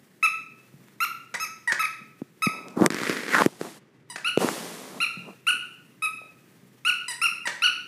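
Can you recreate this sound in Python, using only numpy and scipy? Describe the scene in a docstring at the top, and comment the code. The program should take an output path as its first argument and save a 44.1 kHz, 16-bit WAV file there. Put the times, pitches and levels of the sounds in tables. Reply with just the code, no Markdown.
"""A plush squeaky toy squeaks as a puppy chews it on a hard floor in a lively room.
Each bite blows air past the toy's reed (a thin flap that buzzes), so the pitch rises and falls.
Air drawn back in sounds a lower note, and the toy's hollow bulb springs back with a pop.
Teeth and claws tick, paws pad and fur rustles. Midway, a hand rubs and knocks on the camera's case
and briefly covers the microphone. Low room noise and a faint hum lie underneath."""
import sys
import numpy as np
from scipy import signal
from scipy.fft import rfft, irfft
from scipy.io import wavfile

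SR = 44100
rng = np.random.default_rng(int(sys.argv[2]) if len(sys.argv) > 2 else 0)


def store_pcm(level_fs):
    """Save levels as 16-bit WAV."""
    pcm = np.round(np.clip(level_fs, -1, 1) * 32767).astype(np.int16)
    wavfile.write(sys.argv[1], SR, np.atleast_2d(pcm).T)


N = 347067
TIME = np.arange(N) / SR
HIGHEST_HZ = 15500
PING_S = 0.0045

# tone colour of the toy's pops and rushing air: (frequency [Hz], level [dB])
PUFF_COLOUR = [(250, -12), (1200, -5.5), (1850, 2.5), (3000, -11.5), (6500, -11), (15000, -36.5)]
# tone colour of small hard clicks: (frequency [Hz], level [dB])
TICK_COLOUR = [(200, -32), (1300, 11.5), (3000, -4.5), (7000, -2.5), (15000, -30)]
# tone colour of skin hissing over the case: (frequency [Hz], level [dB])
SKIN_COLOUR = [(1000, -2.5), (3000, 0.5), (10000, -2.5), (13000, -8), (15500, -16.5)]


def squeaks(start_hz=1269, sag_share=0.042, ping_hz=2158, ping_db=15.5):
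    """Each bite blows the reed, which pings as it starts and again as it stalls."""
    # bites: (time [s], length [s], level [dB], top pitch [Hz], top's place [share of length],
    # pitch lost in the stall [share], harmonics 2, 3, 4, 5 and all higher as the muzzle shades them
    # [dB, five columns], pitch the nozzle rings at [Hz])
    bites = [(0.227, 0.043, -18, 1329, 0.39, 0.15, 4.5, 4.4, 4, 7.5, 3.7, 10500),
             (1.003, 0.051, -23.5, 1419, 0.63, 0.24, -2, 2, 3.6, 10.5, 6, 12300),
             (1.398, 0.057, -30.5, 1314, 0.48, 0.16, -0.5, 3, 18.5, 24.5, 12, 12100),
             (1.793, 0.041, -24.5, 1309, 0.27, 0.28, -4.5, 2, 6.3, 7.5, 5.7, 11500),
             (1.837, 0.024, -26, 1316, 0.54, 0.25, 4.5, 5.1, 10, 11, 5, 10100),
             (2.4204, 0.053, -23.5, 1297, 0.34, 0.2, -2, 4.6, 11, 9, 7.9, 10760),
             (4.245, 0.052, -25, 1470, 0.7, 0.034, 6.5, 11, 6.7, 3, 5.9, 10400),
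             (5.002, 0.049, -23.5, 1401, 0.38, 0.072, 7.5, 13.3, 6.9, 5, 5.7, 10240),
             (5.467, 0.046, -20.5, 1479, 0.49, 0.04, 7, 4.4, 4, 7.5, 8.7, 9170),
             (6.021, 0.046, -25.5, 1291, 0.48, 0.04, 2.5, 6.4, 4, -2.5, 8.4, 10030),
             (6.849, 0.059, -21.5, 1470, 0.54, 0.054, 6.5, 6.9, 7.3, 9, 6.4, 9450),
             (7.215, 0.057, -21.5, 1420, 0.5, 0.05, 6, 3.5, 16, 7, 9.6, 9450),
             (7.620, 0.06, -20, 1488, 0.42, 0.037, 7.5, 14.4, 12.2, -2, 4, 10070)]
    # strength of the harmonics when air blows out: (frequency [Hz], level [dB])
    blown = [(1000, -9.5), (1300, 6.5), (2150, 7), (2950, 4), (3300, -10), (6500, -22.5), (7800, -30),
             (9200, -19.5), (12600, -25.5), (14200, -56)]
    out = np.zeros(N)
    for s, length, db, top_hz, top_at, stall, *gains_db, nozzle_hz in bites:
        note = reed(length, start_hz, top_hz, top_at, sag_share, blown, gains_db, stall, nozzle_hz)
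        add(out, s, amp(db) * note)
        for at in (s, s + length - PING_S):
            add(out, at, stall * amp(db + ping_db) * ping(ping_hz))
    return out


def reed(length, start_hz, top_hz, top_at, sag_share, spectrum, gains_db, stall, nozzle_hz=np.inf,
         scoop=0.27, rattle_db=-19, fall_power=1.82, air_db=-27, climb_db=4, sag_db=-3, hoarse=0.045):
    """The reed's pitch and level follow the air pressure: it builds, then sags as the jaw stops."""
    scoop_s, stall_s = 0.0012, 0.00549
    open_s, shut_s = 0.00065, 0.0027
    attack_s, release_s = 0.0024, 0.0023
    nozzle_peak_db, nozzle_width_hz = 9, 770
    t = np.arange(0, length, 1 / SR)
    progress, top_at = t / length, np.clip(top_at, .1, .9)
    climb = np.minimum(progress / top_at, 1)
    ease = np.maximum((progress - top_at) / (1 - top_at), 0)
    sag = ease ** fall_power
    pressure = climb - ease ** 1.9  # lingers at the top, then lets go faster and faster
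    hz = start_hz + (top_hz - start_hz) * pressure - sag_share * start_hz * sag
    # the reed slides up to its note and drops as it stalls; it rasps then, and when blown too hard
    slack = scoop * np.exp(-t / scoop_s) + stall * np.exp((t - length) / stall_s)
    unrest = hoarse + 10 * (abs(hz / start_hz - 1) + slack)
    hz *= (1 - slack) * (1 + 0.01 * unrest * wander(len(t), 450))
    phase = 2 * np.pi * np.cumsum(hz) / SR
    # high harmonics (multiples of the pitch) are strong only while it swings far enough to slap shut
    slap = (1 - np.exp(-t / open_s)) * (1 - np.exp((t - length) / shut_s)) * (1 - sag ** 2)
    tone = np.zeros(len(t))
    for k in range(1, 16):
        flutter_db = 1.5 * np.sqrt(k * np.minimum(unrest, 2)) * wander(len(t), 82)
        if k == 1:
            weight = 1 - .5 * sag
        else:
            weight = amp(gains_db[min(k - 2, len(gains_db) - 1)]) * (slap if k > 2 else 1)
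        nozzle_db = nozzle_peak_db * np.exp(-((k * hz - nozzle_hz) / nozzle_width_hz) ** 2)
        rattle = amp(rattle_db) * np.sqrt(k) * ease  # as the reed slackens, its tone turns to noise
        swing = np.sin(k * phase) + rattle * wander(len(t), 340) * np.cos(k * phase)
        swing /= np.hypot(1, rattle)
        gain = weight * amp(read(spectrum, k * hz) + flutter_db + nozzle_db)
        tone += gain * swing * (k * hz < HIGHEST_HZ)
    air = amp(air_db) * noise(PUFF_COLOUR, len(t))
    fades = np.minimum(t / attack_s, 1) * np.minimum((length - t) / release_s, 1)
    return unit((unit(tone) + air) * fades * amp(climb_db * climb + sag_db * sag))


def ping(hz):
    """The loose reed flips over and rings for a few cycles."""
    t = np.arange(0, PING_S, 1 / SR)
    return np.sin(np.pi * t / PING_S) ** 2 * np.sin(2 * np.pi * hz * t)


def refills(hold_share=0.28, sag_share=0.088):
    """The bulb sucks air back past the reed: a lower, hoarser note that holds, then droops."""
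    # breaths in: (time [s], length [s], level [dB], pitch [Hz], boost of harmonics 3 and up [dB])
    breaths = [(1.347, 0.014, -28.5, 1000, 10), (1.674, 0.044, -23, 963, 8), (4.099, 0.031, -40, 990, 17),
               (7.081, 0.0518, -32.5, 998, 20.5), (7.454, 0.025, -30.5, 979, 8.5)]
    # strength of the harmonics when air is drawn in: (frequency [Hz], level [dB])
    drawn = [(950, 8.5), (1900, 12.5), (2900, -14), (5300, -8), (6800, -25), (8000, -8), (9800, -9),
             (13000, -33)]
    out = np.zeros(N)
    for s, length, db, hz, overtones_db in breaths:
        octave_db = db + 36  # louder notes have a stronger second harmonic
        note = reed(length, hz, hz, hold_share, sag_share, drawn, (octave_db, overtones_db),
                    stall=0, scoop=0, rattle_db=-6, fall_power=0.95, air_db=-21.5,
                    climb_db=-3.5, sag_db=-2.5, hoarse=0.2)
        add(out, s, amp(db) * note)
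    return out


def pops(attack_s=0.0027, ping_hz=1720):
    """The bulb springs back into shape with a puff of noise and a ping of the reed."""
    # pops: (time [s], level [dB], time to fade by 60 dB [s], ping level [dB])
    springs = [(1.34, -24.5, 0.078, -33), (1.7194, -17.5, 0.06, -8.5), (4.158, -24, 0.044, -42.5),
               (7.471, -19.5, 0.062, -22)]
    out = np.zeros(N)
    for s, db, fade_s, ping_db in springs:
        puff = burst(PUFF_COLOUR, fade_s)
        add(out, s, amp(db) * puff * np.minimum(TIME[:len(puff)] / attack_s, 1))
        add(out, s, amp(ping_db) * ping(ping_hz))
    return out


def puppy(rustle_db=-64.5, chew_db=-43, chews_per_s=7, chew_hz=210):
    """Fur brushes the floor, the jaw chews unevenly, teeth and claws tick and paws pad."""
    # fur and plush on the floor: (time [s], length [s], peak [dB], peak's place [share of length])
    brushes = [(.55, 1.1, -67.5, 0.3)]
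    # tone colour of fur: (frequency [Hz], level [dB])
    fur_colour = [(300, 0.5), (2200, -0.5), (4500, -6.5), (15000, -9)]
    # teeth and claws: (time [s], level [dB])
    ticks = [(.885, -39.5), (2.684, -31.5)]
    # paws and toy bumping the floor: (time [s], level [dB], pitch [Hz])
    bumps = [(0.739, -33.5, 139), (2.015, -35.5, 214), (5.171, -26, 174), (5.542, -36, 290),
             (6.216, -34, 610), (6.63, -38, 180)]
    fur = np.hypot(amp(rustle_db), strokes(brushes, swell_db=3.5))
    out = fur * amp(2 * wander(N, 25)) * noise(fur_colour)
    chews = (rng.random(N) < chews_per_s / SR) * rng.random(N)
    out += amp(chew_db) * signal.fftconvolve(chews, thump(chew_hz, cycles=6))[:N]
    for s, db in ticks:
        add(out, s, amp(db) * burst(TICK_COLOUR, fade_s=0.0029))
    for s, db, hz in bumps:
        add(out, s, amp(db) * thump(hz, cycles=6))
    return out


def hand_rubs(catch_db=-10):
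    """Skin slides and catches on the case, making it rumble, scrape and hiss."""
    # the hand shifts its grip: (time [s], length [s], peak [dB], peak's place [share of length])
    grips = [(2.46, 0.94, -43.5, 0.035), (2.76, 0.13, -19.5, 0.64), (3.33, .17, -28.5, 0.31),
             (3.61, 0.095, -37, 0.51), (4.375, 0.18, -24.5, 0.25), (4.75, 0.31, -41.5, 0.72),
             (5.22, 0.14, -42.5, 0.51)]
    # a fingertip scrapes: (time [s], length [s], peak [dB], peak's place [share of length])
    scrapes = [(2.9, 0.38, -28.5, 0.54), (3.27, 0.186, -27, 0.37)]
    # tone colours of the rumble and the scrape: (frequency [Hz], level [dB])
    rumble_colour = [(110, -22.5), (170, 3), (400, 0.5), (700, -4.5), (1200, -7), (3000, -42.5)]
    scrape_colour = [(120, -7), (250, 10), (480, 6.5), (760, -7.5), (1900, 7.5), (2800, -4.5), (5000, -9.5),
                     (10000, -32)]
    grip, finger, palm = strokes(grips, swell_db=17), strokes(scrapes, swell_db=8), palm_slides()
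    rumble = np.hypot(grip, palm)
    scrape = finger + amp(-6.5) * palm
    hiss = np.hypot(palm, amp(-12) * finger + amp(-22) * grip)
    out = rumble * friction(rumble_colour, per_s=250, spread_db=0, smooth=0.93)
    out += scrape * friction(scrape_colour, per_s=1100, spread_db=13.5, smooth=0.93) * amp(wander(N, 53))
    out += scrape * amp(catch_db) * friction(TICK_COLOUR, per_s=230, spread_db=-4.5, smooth=0)
    return out + hiss * friction(SKIN_COLOUR, per_s=1000, spread_db=0, smooth=1.9)


def palm_slides(attack_s=0.035, release_s=0.024, fade_db_per_s=29):
    """Loudness of the sliding palm: each slide starts fast and fades as the hand slows."""
    # slides over the case: (time [s], length [s], starting level [dB])
    slides = [(3.379, 0.099, -38), (3.445, 0.29, -52), (3.588, 0.21, -48), (4.379, 0.637, -33),
              (5.003, 0.42, -57)]
    level = np.zeros(N)
    for s, length, db in slides:
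        t = np.arange(0, length, 1 / SR)
        contact = np.minimum(t / attack_s, 1) * np.minimum((length - t) / release_s, 1)
        add(level, s, amp(db - fade_db_per_s * t) * contact)
    return level


def hand_knocks():
    """The hand bumps the case, which thumps and clicks straight into the microphone."""
    # knocks: (time [s], thump level [dB], pitch [Hz], click level [dB])
    knocks = [(2.218, -16, 270, -77), (2.469, -7.5, 210, -46), (2.773, -11.5, 290, -40),
              (2.810, -4, 262, -31), (2.820, 1.5, 316, -31), (2.862, -5.5, 385, -2),
              (2.904, -14, 320, -15.5), (2.922, -18, 350, -24), (2.945, -16, 330, -18.5),
              (3.016, -14, 330, -26), (3.034, -18, 354, -16), (3.096, -9, 353, -14.5),
              (3.3507, -2.5, 1550, -18), (3.4194, 1, 1030, -46), (3.4613, 1, 336, -12),
              (3.6131, -12.5, 406, -25.5), (4.3747, 0, 427, -16.5), (4.445, -8.5, 310, -42),
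              (4.488, -11, 1350, -16.5)]
    out = np.zeros(N)
    for s, db, hz, click_db in knocks:
        add(out, s, amp(db) * thump(hz, cycles=5.2))
        add(out, s, amp(click_db) * burst(TICK_COLOUR, fade_s=0.0058))
    return out


def finger_drag(half_width_hz=560, slips_per_s=53.5, slip_fade_db=7, hiss_db=-16):
    """A fingertip sticks and slips: pulsing, hissy noise that falls in pitch as it slows."""
    # course of the drag: (time [s], middle of the noise band [Hz], level [dB])
    course = [(3.307, 1900, -34.5), (3.349, 1650, -18.5), (3.383, 1349, -22.5), (3.423, 1000, -20)]
    s, hz, db = np.transpose(course)
    centre_tone = np.exp(2j * np.pi * np.cumsum(np.interp(TIME, s, hz)) / SR)
    band = (wander(N, half_width_hz) + 1j * wander(N, half_width_hz)) * centre_tone
    judder = unit(amp(-slip_fade_db * ((TIME - s[0]) * slips_per_s % 1)))
    chafe = judder * (unit(band.real) + amp(hiss_db) * noise(SKIN_COLOUR))
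    return chafe * amp(np.interp(TIME, s, db)) * (TIME > s[0]) * (TIME < s[-1])


def palm_cover(x, from_s=3.5, to_s=4.09, cutoff_hz=3000):
    """The palm lies over the microphone for a moment and dulls the treble."""
    dull = signal.sosfilt(signal.butter(1, cutoff_hz, fs=SR, output="sos"), x)
    return np.where((TIME > from_s) & (TIME < to_s), dull, x)


def room(x, tail_db=-6, early_db=-7, echoes=16, turn_s=3.5, facing_db=-2):
    """Adds a few echoes off floor and furniture, then a smooth fading tail."""
    # how long the room rings: (frequency [Hz], time to fade by 60 dB [s])
    ring_times = [(2700, 0.56), (7000, 0.48), (13000, 0.37)]
    reflections = rng.standard_normal(SR) * np.minimum(TIME[:SR] / 0.039, 1)
    hz, t, bands = signal.stft(reflections, SR, nperseg=256)
    fade = amp(-60 * t / read(ring_times, hz)[:, None])
    tail = signal.istft(bands * fade, SR, nperseg=256)[1]
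    response = amp(tail_db) * tail / np.linalg.norm(tail)
    delays = (rng.uniform(.008, .03, echoes) * SR).astype(int)
    response[delays] += amp(early_db) * rng.choice([-1, 1], echoes) / np.sqrt(echoes)
    # the room answers less until the puppy turns away under the chair
    into_room = x * amp(facing_db * (TIME < turn_s))
    return x + signal.fftconvolve(into_room, response)[:N]


def background(air_db=-54.5, hum_hz=127, hum_db=-64.5):
    """Low room noise with a faint hum."""
    # tone colour of the room noise: (frequency [Hz], level [dB])
    air_colour = [(30, 7), (110, 3.5), (400, -4.5), (900, -31), (1900, -17), (3000, -41), (15500, -64.5)]
    air = amp(air_db + wander(N, 23)) * noise(air_colour)
    return air + amp(hum_db) * unit(np.sin(2 * np.pi * hum_hz * TIME))


def strokes(rows, swell_db, contact_s=0.012):
    """Loudness of rubbing strokes: touch down, swell to a peak, fade and lift off."""
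    level = np.zeros(N)
    for s, length, db, peak_at in rows:
        t = np.arange(0, length, 1 / SR)
        arch = np.interp(t / length, [0, np.clip(peak_at, .01, .99), 1], [-1, 0, -1])
        contact = np.minimum(np.minimum(t, length - t) / contact_s, 1)
        add(level, s, amp(db + swell_db * arch) * contact)
    return level


def friction(points, per_s, spread_db, smooth):
    """Rubbing noise: tiny random slips, mixed with a chosen amount of smooth sliding."""
    slips = (rng.random(N) < per_s / SR) * rng.choice([-1, 1], N)
    sizes = amp(spread_db * np.minimum(rng.exponential(1, N), 3))
    return colour(unit(slips * sizes) + smooth * rng.standard_normal(N), points)


def thump(hz, cycles, size=4096):
    """A struck thing rings briefly, fading by 60 dB in the given number of cycles."""
    turns = hz * np.arange(size) / SR
    return np.sin(2 * np.pi * turns) * np.exp(-np.log(1000) * turns / cycles)


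def burst(points, fade_s, size=4096):
    """Noise that starts at once and fades by 60 dB in fade_s."""
    fade = 1e-3 ** (np.arange(size) / SR / fade_s)
    return unit(noise(points, size) * fade) * np.sqrt(np.mean(fade ** 2))


def wander(size, hz):
    """A smooth random wobble, with little in it faster than hz."""
    f = np.fft.rfftfreq(size, 1 / SR)
    return unit(irfft(rfft(rng.standard_normal(size)) / (1 + (f / hz) ** 4), size))


def noise(points, size=N):
    """Steady noise with the given tone colour."""
    return colour(rng.standard_normal(size), points)


def colour(x, points):
    """Shapes the lows and highs of x by a table, at average strength 1."""
    gains = amp(read(points, np.fft.rfftfreq(len(x), 1 / SR)))
    return unit(irfft(rfft(x) * gains, len(x)))


def read(points, hz):
    """Looks up a frequency in a table, gliding between rows on a log scale."""
    f, value = np.transpose(points)
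    return np.interp(np.log(hz + 1), np.log(f + 1), value)


def add(mix, s, sound):
    """Mixes a sound in at s seconds."""
    part = mix[round(s * SR):][:len(sound)]
    part += sound[:len(part)]


def amp(db):
    """Turns decibels into a factor to multiply by."""
    return 10 ** (np.asarray(db) / 20)


def unit(x):
    """Scales x to an average strength (rms) of 1."""
    return x / np.sqrt(np.mean(x ** 2) + 1e-20)


def scene():
    """Toy and puppy echo in the room; the hand on the case has no echo."""
    toy = squeaks() + refills() + pops()
    through_air = palm_cover(room(toy + puppy()) + background())
    return (through_air + hand_rubs() + hand_knocks() + finger_drag())[None]


def record(dry, bass_hz=135, ceiling=0.72):
    """The small microphone drops the bass and softens the hardest knocks; the top treble is cut."""
    thin = signal.sosfilt(signal.butter(5, bass_hz, "high", fs=SR, output="sos"), dry)
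    rounded = thin / (1 + (thin / ceiling) ** 4) ** .25
    treble_cut = signal.firwin(511, HIGHEST_HZ, window=("kaiser", 9), fs=SR)
    return signal.oaconvolve(rounded, treble_cut[None], "same")


dry = scene()
out = record(dry)
store_pcm(out)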